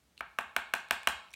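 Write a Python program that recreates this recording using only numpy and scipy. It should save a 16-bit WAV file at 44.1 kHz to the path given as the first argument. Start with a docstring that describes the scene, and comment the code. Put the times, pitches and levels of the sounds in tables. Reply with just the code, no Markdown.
"""A small, quiet room: a retractable pen is clicked six times against wood, a little harder each time.
Each click layers a plastic snap, a shiver of the spring, a short ring of the barrel, a knock of the
wood and a low thud. The latch scrapes before the first click, the hand bumps softly, and loose parts
tick faintly between the clicks and as the pen is lifted. A short reverb and faint room tone sit behind."""
import sys
import numpy as np
from scipy import signal
from scipy.fft import rfft, irfft
from scipy.io import wavfile
from scipy.ndimage import uniform_filter1d

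SR = 44100
rng = np.random.default_rng(int(sys.argv[2]) if len(sys.argv) > 2 else 0)


def wav_record(signal):
    """Record a signal, one row per channel, as 16-bit PCM in the file named by sys.argv[1]."""
    frames = np.transpose(np.atleast_2d(signal))
    bounded = np.clip(frames, -1, 1)
    # unit amplitude maps onto the largest positive 16-bit level
    quanta = np.round(bounded * 32767).astype(np.int16)
    wavfile.write(sys.argv[1], SR, quanta)


N = 59535

# bright plastic colour of snap and spring: (frequency [Hz], gain [dB])
SNAP_EQ = [(400, -30), (1500, -10.5), (3200, 3), (4200, 0), (4800, -5.5), (5600, 3), (6500, -4), (8000, -2),
           (9700, -1.5), (11000, -6), (12200, -2), (13700, -3.5), (16000, -16)]
# colour of the ticks and the latch scrape: (frequency [Hz], gain [dB])
TICK_EQ = [(600, -30), (1500, -23), (2400, 6), (3000, 9), (4000, 12.5), (5000, 4.5), (6500, 6), (9300, 6.5),
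           (12000, -1), (16000, -8)]
SNAP_RISE_S, KNOCK_RISE_S = 0.00011, 0.00062


def pen_clicks():
    """Six clicks, each stacked from wood, plastic, barrel and thud; returns (direct, reverb send)."""
    # (time [s], knock [dB], contact cut-off [Hz], snap [dB], barrel pitch [Hz], barrel [dB],
    #  upper barrel pitch [Hz], upper barrel [dB], thud [dB], snap reverb send [dB])
    clicks = [(0.2073, -29.5, 2300, -39.5, 1310, -29.5, 2310, -29.5, -50, -10),
              (0.3869, -22, 2380, -27.5, 1184, -22.5, 2680, -28, -53, -1),
              (0.5642, -20.5, 2540, -21, 1440, -23, 2280, -21.5, -46.5, -2),
              (0.7373, -20.5, 2800, -20.5, 1528, -21, 2580, -29, -54, -0.5),
              (0.9089, -18.5, 2880, -17, 1605, -18, 2350, -36, -42.5, 0),
              (1.0727, -17, 3600, -15.5, 1162, -20, 2850, -14.5, -38.5, 2)]
    barrel_send_db = -3.5  # the barrel's ring carries less far than the knock
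    t = np.arange(SR // 3) / SR
    direct, send = np.zeros((2, N))
    for start, knock_db, contact_hz, snap_db, *barrel_modes, thud_db, snap_send_db in clicks:
        wood = amp(knock_db) * (wood_knock(t, contact_hz) + board_flex(t))
        snap = plastic_snap(t, t60=0.011, rise=SNAP_RISE_S, eq=SNAP_EQ)
        plastic = amp(snap_db) * (snap + spring_rattle(t))
        barrel = barrel_ring(t, *barrel_modes)
        thud = amp(thud_db) * ring(t, hz=66, t60=0.13, rise=0.017)
        add(direct, start, wood + plastic + barrel + thud)
        add(send, start, wood + amp(snap_send_db) * plastic + amp(barrel_send_db) * barrel)
    return direct, send


def wood_knock(t, contact_hz):
    """The pen strikes the wood: a harder contact reaches higher modes, and low modes arrive later."""
    # modes of the wood: (frequency [Hz], level [dB], t60 [s])
    modes = [(542, -3.5, 0.009), (681.3, -3, 0.025), (830, -17.5, 0.1), (944, -7, .037), (998, -24, 0.054),
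             (1050, -22.5, 0.054), (1369, 0, 0.011), (1617.7, 3, 0.015), (1803.5, 13.5, 0.0064),
             (2246, 12.5, 0.0071), (2449, -8.5, 0.041), (2607, 14.5, 0.0055), (3181, 2.5, 0.014),
             (4280, -23, 0.033)]
    knock = np.zeros(len(t))
    for hz, db, t60 in modes:
        contact_rolloff = np.hypot(1, (hz / contact_hz) ** 3.9)
        delay_s = 0.00042 * np.sqrt(1000 / hz)
        knock += amp(db) / contact_rolloff * ring(t - delay_s, hz, t60, KNOCK_RISE_S)
    return low_cut(knock, hz=464.4, order=4)  # thins the bass of the knock


def plastic_snap(t, t60, rise, eq):
    """A dense, very short burst of tiny plastic impacts."""
    burst = even_burst(rng.choice([-1., 1.], len(t)) * envelope(t, t60, rise))
    gate = np.exp(-(t / t60) ** 2)
    return colour(burst * gate, eq)


def barrel_ring(t, low_hz, low_db, upper_hz, upper_db):
    """The barrel rings briefly in two modes, the upper one a hair late."""
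    low = ring(t, low_hz, t60=0.018, rise=0.00018)
    upper = ring(t - 0.00029, upper_hz, t60=0.0134, rise=KNOCK_RISE_S)
    return amp(low_db) * low + amp(upper_db) * upper


def board_flex(t):
    """The board bends slowly, putting body under the knock."""
    # bending modes: (frequency [Hz], level [dB], t60 [s])
    modes = [(187, -45, 0.18), (235, -32, 0.097), (265, -26.5, 0.061), (370.4, -49, 0.39)]
    rise_s = 0.0033
    body = sum(amp(db) * ring(t, hz, t60, rise_s) for hz, db, t60 in modes)
    return body + amp(-25) * ring(t, hz=230, t60=0.036, rise=rise_s)


def spring_rattle(t, touches_per_s=500, spread_db=2):
    """The spring shivers after a click: sparse, fading touches inside the barrel."""
    touches = rng.random(len(t)) < touches_per_s / SR
    strength = amp(spread_db * rng.standard_normal(len(t)))
    return amp(-16) * colour(touches * strength * envelope(t, t60=0.16, rise=SNAP_RISE_S), SNAP_EQ)


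def loose_parts(rise_s=0.00021):
    """Loose parts touch the barrel, each tick a tiny snap with one ringing note."""
    # (time [s], snap [dB], ring pitch [Hz], ring [dB], t60 [s])
    ticks = [(0.1709, -68, 3550, -47, 0.0027), (0.178, -54, 2800, -38, 0.0082),
             (0.1774, -68, 4200, -42.5, 0.0083), (0.3945, -47.5, 2530, -58, .01),
             (0.4095, -47, 2540, -58, 0.0097), (0.5708, -43, 2500, -59, 0.0049),
             (0.6088, -56, 2500, -61, 0.0045), (0.7515, -36, 2500, -41, 0.0066),
             (0.782, -53, 5960, -48, 0.012), (0.8020, -57, 5800, -50, .015),
             (0.8858, -52, 3600, -45, 0.0059), (0.9212, -41, 2620, -47, 0.012),
             (1.0322, -45.5, 2400, -36, 0.008), (1.0872, -31, 2600, -33, .007),
             (1.285, -69, 2740, -43, 0.0068), (1.3064, -54, 5500, -47, 0.0048),
             (1.315, -62, 5700, -51, 0.011), (1.3305, -52, 5770, -53, 0.0075),
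             (1.3370, -48, 3710, -43.5, 0.019), (1.3398, -43, 2430, -30.5, 0.0095)]
    t = np.arange(SR // 20) / SR
    track = np.zeros(N)
    for start, snap_db, ring_hz, ring_db, t60 in ticks:
        snap = amp(snap_db) * plastic_snap(t, t60, rise_s, TICK_EQ)
        add(track, start, snap + amp(ring_db) * ring(t, ring_hz, t60, rise_s))
    return track


def latch_scrape(length_s=0.024):
    """A soft swell of plastic friction from the latch."""
    swell = np.hanning(round(length_s * SR))
    return amp(-67) * colour(swell * rng.standard_normal(len(swell)), TICK_EQ)


def hand_bumps():
    """Soft bumps of the hand, each one damped bass note."""
    # (time [s], level [dB])
    bumps = [(0.457, -56), (0.975, -57), (1.144, -47.5)]
    bump = ring(np.arange(SR // 4) / SR, hz=74.5, t60=0.13, rise=0.0095)
    track = np.zeros(N)
    for start, db in bumps:
        add(track, start, amp(db) * bump)
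    return track


def room_reverb(send, gap_s=0.0014, build_s=0.018, early_db=5, early_t60=0.14):
    """Early reflections, a diffuse tail whose bands die at their own speeds, and one low resonance."""
    # colour and decay of the room: (frequency [Hz], gain [dB], t60 [s])
    bands = [(98, -7.5, 0.19), (233, -1, 0.29), (312, -4.5, 0.18), (371, 5, 0.19), (437, -10.5, 0.74),
             (710, -6.5, 0.45), (896, 1, 0.49), (1240, -7, 0.53), (1390, -1.5, 0.43), (2106, -8.5, 0.48),
             (2430, -1.5, 0.45), (2780, -7.5, 0.43), (3800, -2.5, .52), (4900, -5.5, 0.56),
             (5870, -12.5, 0.31), (7400, -3, 0.39), (10200, -13, 0.23), (15200, -9, 0.19)]
    t = np.arange(SR) / SR
    hz, frame_s, spectra = signal.stft(rng.choice([-1., 1.], SR), SR, nperseg=256)
    t60 = curve(bands, hz, column=2)[:, None]
    equal_energy = np.sqrt(2 * np.log(1000) / t60 / SR)
    tail = signal.istft(spectra * decay(frame_s, t60) * equal_energy, SR, nperseg=256)[1][:SR]
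    tail *= np.clip((t - gap_s) / build_s, 0, 1)
    tail *= 1 + amp(early_db) * decay(t, early_t60)
    # the negative rise makes a growing ramp: the resonance swells until its decay takes over
    resonance = amp(-49) * ring(t, hz=372, t60=0.08, rise=-0.8)
    response = colour(smooth_tail(tail), bands) + resonance
    return amp(-2) * signal.fftconvolve(send, response)[:N]


def room_tone(rms_db=-70.5):
    """A steady bed of faint rumble and hiss."""
    # noise spectrum: (frequency [Hz], relative level [dB])
    spectrum = [(20, -47), (35, -26), (48, -6), (65, 1), (100, -10.5), (200, -9), (400, -16.5),
                (1000, -20.5), (3000, -23.5), (8000, -27.5), (15000, -33.5)]
    gain = amp(curve(spectrum, np.fft.rfftfreq(N, 1 / SR)))
    noise = irfft(rfft(rng.standard_normal(N)) * gain, N)
    return amp(rms_db) * noise / noise.std()


def amp(db):
    """Decibels to gain."""
    return 10 ** (np.asarray(db) / 20)


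def curve(table, hz, column=1):
    """One column of a table, interpolated over log frequency."""
    columns = np.transpose(table)
    return np.interp(np.log(hz + 1), np.log(columns[0]), columns[column])


def add(track, start_s, sound):
    """Lays a sound into a track."""
    part = track[round(start_s * SR):][:len(sound)]
    part += sound[:len(part)]


def decay(t, t60):
    """Falls 60 dB in t60 seconds."""
    return np.exp(-np.log(1000) * t / t60)


def envelope(t, t60, rise):
    """Attack and exponential decay, times in seconds; silent before t = 0."""
    t = np.maximum(t, 0)
    return (1 - np.exp(-t / rise)) * decay(t, t60)


def ring(t, hz, t60, rise):
    """One struck mode."""
    return envelope(t, t60, rise) * np.sin(2 * np.pi * hz * t)


def low_cut(x, hz, order):
    """High-pass filter that thins the bass."""
    return signal.sosfilt(signal.butter(order, hz, "high", fs=SR, output="sos"), x)


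def colour(x, eq, size=4096):
    """Minimum-phase EQ: nothing rings ahead of the attack."""
    log_gain = np.log(amp(curve(eq, abs(np.fft.fftfreq(size, 1 / SR)))))
    taps = np.fft.ifft(np.exp(np.conj(signal.hilbert(log_gain)))).real
    return signal.fftconvolve(x, taps)[:len(x)]


def even_burst(x, bins=3):
    """Evens out a burst's spectrum, roughly keeping its energy and timing."""
    spectrum = rfft(x)
    power = uniform_filter1d(abs(spectrum) ** 2, bins) + np.sum(x ** 2) / 20
    return irfft(spectrum / np.sqrt(power), len(x)) * np.linalg.norm(x)


def smooth_tail(x, bins=48):
    """Levels the stray peaks of a tail, so that no single note rings out."""
    spectrum = rfft(x)
    power = abs(spectrum) ** 2
    gain = np.sqrt(uniform_filter1d(power, bins * 10) / uniform_filter1d(power, bins))
    return irfft(spectrum * gain, len(x))


def scene():
    """Mono mix over room tone: clicks and ticks feed the reverb, latch and hand stay dry."""
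    pen, send = pen_clicks()
    ticks = loose_parts()
    add(pen, 0.182, latch_scrape())
    return (pen + ticks + hand_bumps() + room_reverb(send + ticks) + room_tone())[None]


def record(dry, top_hz=16600):
    """The microphone's bass roll-off, then a steep cut of the highest treble."""
    thinned = low_cut(dry, hz=44.7, order=3)
    high_cut = signal.firwin(255, top_hz, window=("kaiser", 9), fs=SR)
    return signal.oaconvolve(thinned, high_cut[None], "same")


dry = scene()
out = record(dry)
wav_record(out)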